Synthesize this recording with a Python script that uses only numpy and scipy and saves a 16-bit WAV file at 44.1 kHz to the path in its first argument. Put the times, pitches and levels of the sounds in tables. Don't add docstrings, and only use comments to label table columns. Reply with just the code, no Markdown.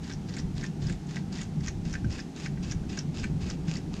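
import sys
import numpy as np
from scipy import signal
from scipy.fft import rfft, irfft
from scipy.io import wavfile
from scipy.ndimage import uniform_filter1d

SR = 44100
rng = np.random.default_rng(int(sys.argv[2]) if len(sys.argv) > 2 else 0)


def log_audio(samples):
    frames = np.atleast_2d(samples).T
    limited = np.clip(frames, -1, 1)
    pcm = np.round(limited * 32767).astype(np.int16)
    wavfile.write(sys.argv[1], SR, pcm)


N = 4 * SR

# start in seconds, time until release in seconds, relative level in dB.
BOILER_STROKES = [(0.018, 0.1, -52.5), (0.278, .12, -52.5), (0.557, 0.1, -51.5), (0.811, 0.11, -50.5),
                  (1.082, 0.093, -51.5), (1.318, 0.11, -48.5), (1.629, 0.051, -49.5), (1.845, 0.11, -52),
                  (2.097, 0.1, -48), (2.359, 0.093, -48), (2.624, 0.093, -49.5), (2.885, .11, -49.5),
                  (3.141, 0.1, -50.5), (3.404, .11, -50.5), (3.668, 0.09, -49), (3.93, 0.12, -52)]
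# frequency in Hz, relative spectral level in dB.
FIZZ_SPECTRUM = [(500, 5.5), (1000, 1.5), (1600, 2), (2000, 1), (2600, 1), (3200, 3.5), (5000, 3),
                 (7000, 0), (8500, -11.5), (10500, -27), (15000, -44)]
# frequency in Hz, bandwidth in Hz,
# then gain in dB at the start, middle and end of the scene.
HOLLOW_RESONANCES = [(1210, 250, -25, -13, -3), (1840, 400, 3, -7.5, -11), (2616, 220, -8, 5, 8),
                     (3590, 170, -4, -12, -15), (4890, 380, -15, -7, -1), (6800, 1000, -10, -8, -5)]

def boiler_puffs():
    lead_s, attack_s, release_s = 0.024, 0.01, 0.026
    flow, age = np.zeros(N), np.arange(SR // 2) / SR - lead_s
    rise = np.interp(age, [-lead_s, 0, attack_s], [0, undb(-12.5), 1])
    for start, length, db in BOILER_STROKES:
        level = undb(db - 0.5 * np.minimum(age / length, 1))
        release = np.exp(-np.maximum(age - length, 0) / release_s)
        add(flow, start - lead_s, level * rise * release)
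    grains = np.sign(noise()) * ticks(per_second=1000, spread_db=1.5)
    crackle_decay_s = 0.0007
    pole = np.exp(-1 / (crackle_decay_s * SR))
    crackle = noise() * signal.lfilter([1], [1, -pole], ticks(per_second=110, spread_db=3))
    bubbly_steam = unit(unit(grains) + undb(2) * noise())
    fizz = colour(bubbly_steam + undb(-3.5) * unit(crackle), FIZZ_SPECTRUM)
    progress = np.linspace(0, 1, N)
    hollow = sum(undb(np.interp(progress, [0, 0.5, 1], gains_db)) * resonate(fizz, hz, width)
                 for hz, width, *gains_db in HOLLOW_RESONANCES)
    flutter = undb(1.5 * wander(rate_hz=90))
    return undb(2) * flow * unit((fizz + hollow) * flutter)


# start in seconds, relative level in dB, resonant frequency in Hz,
# level of the bright tip in dB relative to the spray.
WATER_SPITS = [(.040, -47, 4800, -19), (.098, -57, 4900, -17), (0.122, -41, 5700, -15),
               (0.134, -41.5, 5650, -22), (.276, -55, 5200, -15), (.291, -45.5, 4670, -21),
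               (.338, -39.5, 4430, -26), (.348, -56, 4800, -15), (0.366, -41.5, 7040, -7),
               (0.3863, -37.5, 5100, -15), (.398, -42.5, 5760, -18), (0.552, -52.5, 5200, -8),
               (.568, -60, 5200, -15), (.610, -46, 5100, -17), (0.637, -42, 6600, -11),
               (0.6623, -42.5, 5400, -19), (.806, -56, 5000, -15), (.824, -48, 4900, -18),
               (.868, -39, 5170, -19), (0.896, -44, 8100, -3), (0.923, -44.5, 7300, -9),
               (1.068, -51, 6800, -10), (1.089, -54, 4900, -13), (1.108, -48, 6030, -15),
               (1.1611, -44, 5300, -18), (1.187, -47, 4200, -18), (1.325, -43.5, 4900, -15),
               (1.352, -45, 4900, -15), (1.384, -44, 5500, -14), (1.414, -41, 6800, -8),
               (1.43, -45, 6850, -11), (1.605, -49.5, 5130, -7), (1.671, -36.5, 6130, -22),
               (1.682, -34, 6540, -22), (1.852, -47.5, 4970, -12), (1.908, -47, 5600, -15),
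               (1.927, -38, 5560, -18), (1.937, -42.5, 6300, -11), (2.045, -52.5, 5400, -18),
               (2.112, -44, 5000, -20), (2.124, -41, 5040, -24), (2.1923, -43, 5230, -24),
               (2.2, -39.5, 5100, -29), (2.4448, -49, 6000, -18), (2.459, -40.5, 5560, -13),
               (2.712, -33.5, 5670, -23), (2.718, -38, 6560, -15), (2.895, -47, 5100, -20),
               (2.973, -37, 6260, -14), (2.988, -32.5, 5550, -27), (3.179, -45, 5300, -16),
               (3.196, -39.5, 4900, -14), (3.24, -47.5, 5500, 1.5), (3.499, -35.5, 5430, -21),
               (3.5, -43, 6850, -12), (3.683, -46, 5200, -21), (3.7543, -43, 4630, -13),
               (3.768, -39, 5400, -12)]
# frequency in Hz, relative spectral level in dB.
SPRAY_SPECTRUM = [(700, -2), (1500, 6), (2500, 6.5), (3600, 4), (5400, 6.5), (7200, 3.5), (8600, -17),
                  (10500, -36), (15000, -56)]
TIP_SPECTRUM = [(4000, -33), (7000, 3.5), (8200, 1), (9500, -16), (11000, -17.5), (15000, -57)]

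def water_spits():
    out, age = np.zeros(N), np.arange(SR // 10) / SR
    hiss, mist = colour(noise(), SPRAY_SPECTRUM), colour(noise(), TIP_SPECTRUM)
    envelope = burst(age, attack_s=0.00098, decay_s=0.0054)
    for start, db, hz, tip_db in WATER_SPITS:
        spray, tip = (x[int(start * SR):][:len(age)] for x in (hiss, mist))
        pitched = unit(spray + undb(14.5) * resonate(spray, hz, width_hz=680))
        add(out, start, undb(db + 2) * envelope * (pitched + undb(tip_db) * tip))
    return out


# start in seconds, relative level in dB, initial frequency in Hz,
# decay time constant in seconds, level offset of the splash in dB.
BUBBLES = [(0.109, -42.5, 1650, 0.0018, 3), (0.3668, -35.5, 2150, 0.0022, -1),
           (0.375, -40, 1780, 0.0025, -3), (0.628, -40, 2120, 0.0028, 0), (0.6403, -31.5, 1820, 0.0023, -3),
           (0.897, -37, 1650, 0.0018, -2.5), (1.167, -30.5, 1920, 0.0015, -3.5),
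           (1.388, -41.5, 1870, 0.0023, -0.5), (1.4147, -43.5, 2090, 0.0017, 3.5),
           (1.608, -49, 1850, 0.0017, 2), (1.6781, -36.5, 1820, 0.0022, 0.5),
           (1.683, -38.5, 1880, 0.0023, -15), (1.9372, -32.5, 1630, 0.0014, -1.5),
           (1.953, -25.5, 1700, 0.0015, -12), (2.0444, -36.5, 1520, 0.0026, -10),
           (2.190, -41, 1730, 0.0018, 2), (2.459, -29.5, 1890, 0.0017, -1.5), (2.465, -47, 1610, .002, -8),
           (2.5733, -48.5, 1600, 0.0018, 2), (2.718, -41, 1610, 0.0022, 5), (2.834, -51.5, 1495, .003, -10),
           (2.9757, -35.5, 1610, 0.0018, -3), (3.2385, -33.5, 2170, 0.0021, 0),
           (3.2425, -34.5, 2285, 0.0033, -6), (3.497, -42.5, 1590, 0.0018, 1.5),
           (3.7618, -38, 1980, 0.0023, -15)]
# frequency in Hz, relative spectral level in dB.
SPLASH_SPECTRUM = [(700, -11), (1200, -4.5), (1600, 8), (2300, 4), (3000, -7), (5000, -11), (12000, -48)]

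def bubble_plops():
    attack_s, rise_per_s = 0.0014, 5.1
    ring, splash, age = np.zeros(N), np.zeros(N), np.arange(SR // 20) / SR
    for start, db, hz, decay_s, splash_db in BUBBLES:
        phase = 2 * np.pi * hz * (age + rise_per_s * age ** 2 / 2)
        add(ring, start, undb(db + 7) * burst(age, attack_s, decay_s) * np.sin(phase))
        add(splash, start, undb(db + splash_db) * burst(age, attack_s, decay_s=0.0056))
    return ring + splash * colour(noise(), SPLASH_SPECTRUM)


# frequency in Hz, time to decay by 60 dB in seconds, relative gain in dB.
TUB_MODES = [(1595, 0.038, 0.5), (1777, 0.13, -6), (1963, 0.082, -2.5), (2248, 0.11, -0.5),
             (2477, 0.13, -5), (2700, .12, -24), (4640, 0.065, -15), (5600, 0.1, -24)]

def tub(x):
    ring = sum(undb(db) * resonate(x, hz, np.log(1000) / np.pi / t60) for hz, t60, db in TUB_MODES)
    return x + undb(1.5) * ring


def room(x):
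    t60_s, delay_s = 0.13, 0.0047
    age = np.arange(SR // 2) / SR - delay_s
    tail = rng.standard_normal(len(age)) * (age > 0) * np.exp(-np.log(1000) * age / t60_s)
    return x + undb(-11) * signal.fftconvolve(x, tail / np.linalg.norm(tail))[:N]


# start in seconds, relative level in dB, frequency in Hz.
LOW_THUMPS = [(.862, -16, 152), (2.048, -17.5, 105), (2.0642, -15, 81.4), (3.683, -15, 159)]

def thumps():
    out, age = np.zeros(N), np.arange(SR // 2) / SR
    envelope = 2 * burst(age, attack_s=0.0059, decay_s=0.0049)
    for start, db, hz in LOW_THUMPS:
        add(out, start, undb(db) * envelope * np.sin(2 * np.pi * hz * age))
    return out


# frequency in Hz, relative spectral level in dB.
RUMBLE_SPECTRUM = [(12, -13), (25, 2), (50, 3), (75, 5), (120, -0.5), (200, -11.5), (300, -10), (600, -50),
                   (5000, -93)]
ROOM_SPECTRUM = [(100, -29.5), (150, 0), (200, -2), (260, -6), (380, -13), (560, -28.5), (800, -18.5),
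                 (1000, -29.5), (2000, -33), (3300, -35.5), (6500, -37), (9000, -45.5), (13000, -55.5),
                 (15500, -67)]
# frequency in Hz, nominal bandwidth in Hz, relative level in dB.
HUM_BANDS = [(100.9, 5.9, -12.5), (144.66, 5.6, -6.5), (172.9, 23.6, -3.5), (210.2, 35, -10.5)]
# time in seconds, relative level in dB.
RUMBLE_ENVELOPE = [(0, -46.5), (.1, -41.5), (.27, -46.5), (.4, -40), (.63, -36), (.7, -53), (.88, -30.5),
                   (1.04, -49), (1.4, -45.5), (1.7, -36.5), (2.01, -36.5), (2.08, -29.5), (2.3, -52),
                   (2.72, -33.5), (3.03, -44.5), (3.25, -34), (3.6, -40), (4, -43)]
HUM_ENVELOPE = [(0, -37.5), (.35, -37.5), (.46, -32), (.56, -35), (.79, -33.5), (.87, -32), (1.01, -45.5),
                (1.18, -31.5), (1.34, -37), (1.61, -29.5), (1.69, -41.5), (1.85, -30.5), (1.98, -42),
                (2.05, -26), (2.12, -41), (2.31, -52.5), (2.51, -32.5), (2.95, -36.5), (3.33, -29.5),
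                (3.58, -36.5), (3.69, -32), (4, -36.5)]
MURMUR_ENVELOPE = [(0, -55), (.9, -49), (1.03, -56), (1.3, -56), (1.98, -52.5), (2.1, -46.5), (2.35, -53.5),
                   (3.15, -49.5), (3.45, -48.5), (3.75, -45.5), (4, -49)]

def background():
    rumble = follow(RUMBLE_ENVELOPE) * colour(noise(), RUMBLE_SPECTRUM)
    hum = follow(HUM_ENVELOPE) * sum(undb(db) * band(hz, width) for hz, width, db in HUM_BANDS)
    murmur = follow(MURMUR_ENVELOPE) * band(hz=319, width_hz=103)
    steady = undb(-41.5) * colour(noise(), ROOM_SPECTRUM)
    return rumble + hum + murmur + steady


def undb(db):
    return 10 ** (np.asarray(db) / 20)


def unit(x):
    return x / np.sqrt(np.mean(x ** 2))


def noise():
    return rng.standard_normal(N)


def colour(x, spectrum):
    hz, db = np.array(spectrum).T
    bin_hz = np.maximum(np.arange(N // 2 + 1) * SR / N, 1)
    gain = undb(np.interp(np.log(bin_hz), np.log(hz), db))
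    return unit(irfft(rfft(x) * gain, N))


def resonate(x, hz, width_hz):
    return signal.lfilter(*signal.iirpeak(hz, hz / width_hz, fs=SR), x)


def band(hz, width_hz):
    return unit(resonate(resonate(noise(), hz, 2 * width_hz), hz, 2 * width_hz))


def burst(age, attack_s, decay_s):
    return (1 - np.exp(-age / attack_s)) * np.exp(-age / decay_s)


def follow(envelope):
    return undb(np.interp(np.arange(N) / SR, *np.array(envelope).T))


def wander(rate_hz):
    size = int(SR / rate_hz)
    return unit(uniform_filter1d(uniform_filter1d(noise(), size), size))


def ticks(per_second, spread_db):
    hits = rng.random(N) < per_second / SR
    return hits * undb(spread_db * np.minimum(rng.exponential(size=N), 4))


def add(out, start, sound):
    first = max(int(start * SR), 0)
    part = out[first:first + len(sound)]
    part += sound[:len(part)]


def scene():
    boat = boiler_puffs() + water_spits() + bubble_plops()
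    return (room(tub(boat)) + thumps() + background())[None]


def record(dry):
    cutoff_hz = 15300
    return signal.sosfilt(signal.ellip(8, 0.2, 70, cutoff_hz, fs=SR, output="sos"), dry)


dry = scene()
out = record(dry)
log_audio(out)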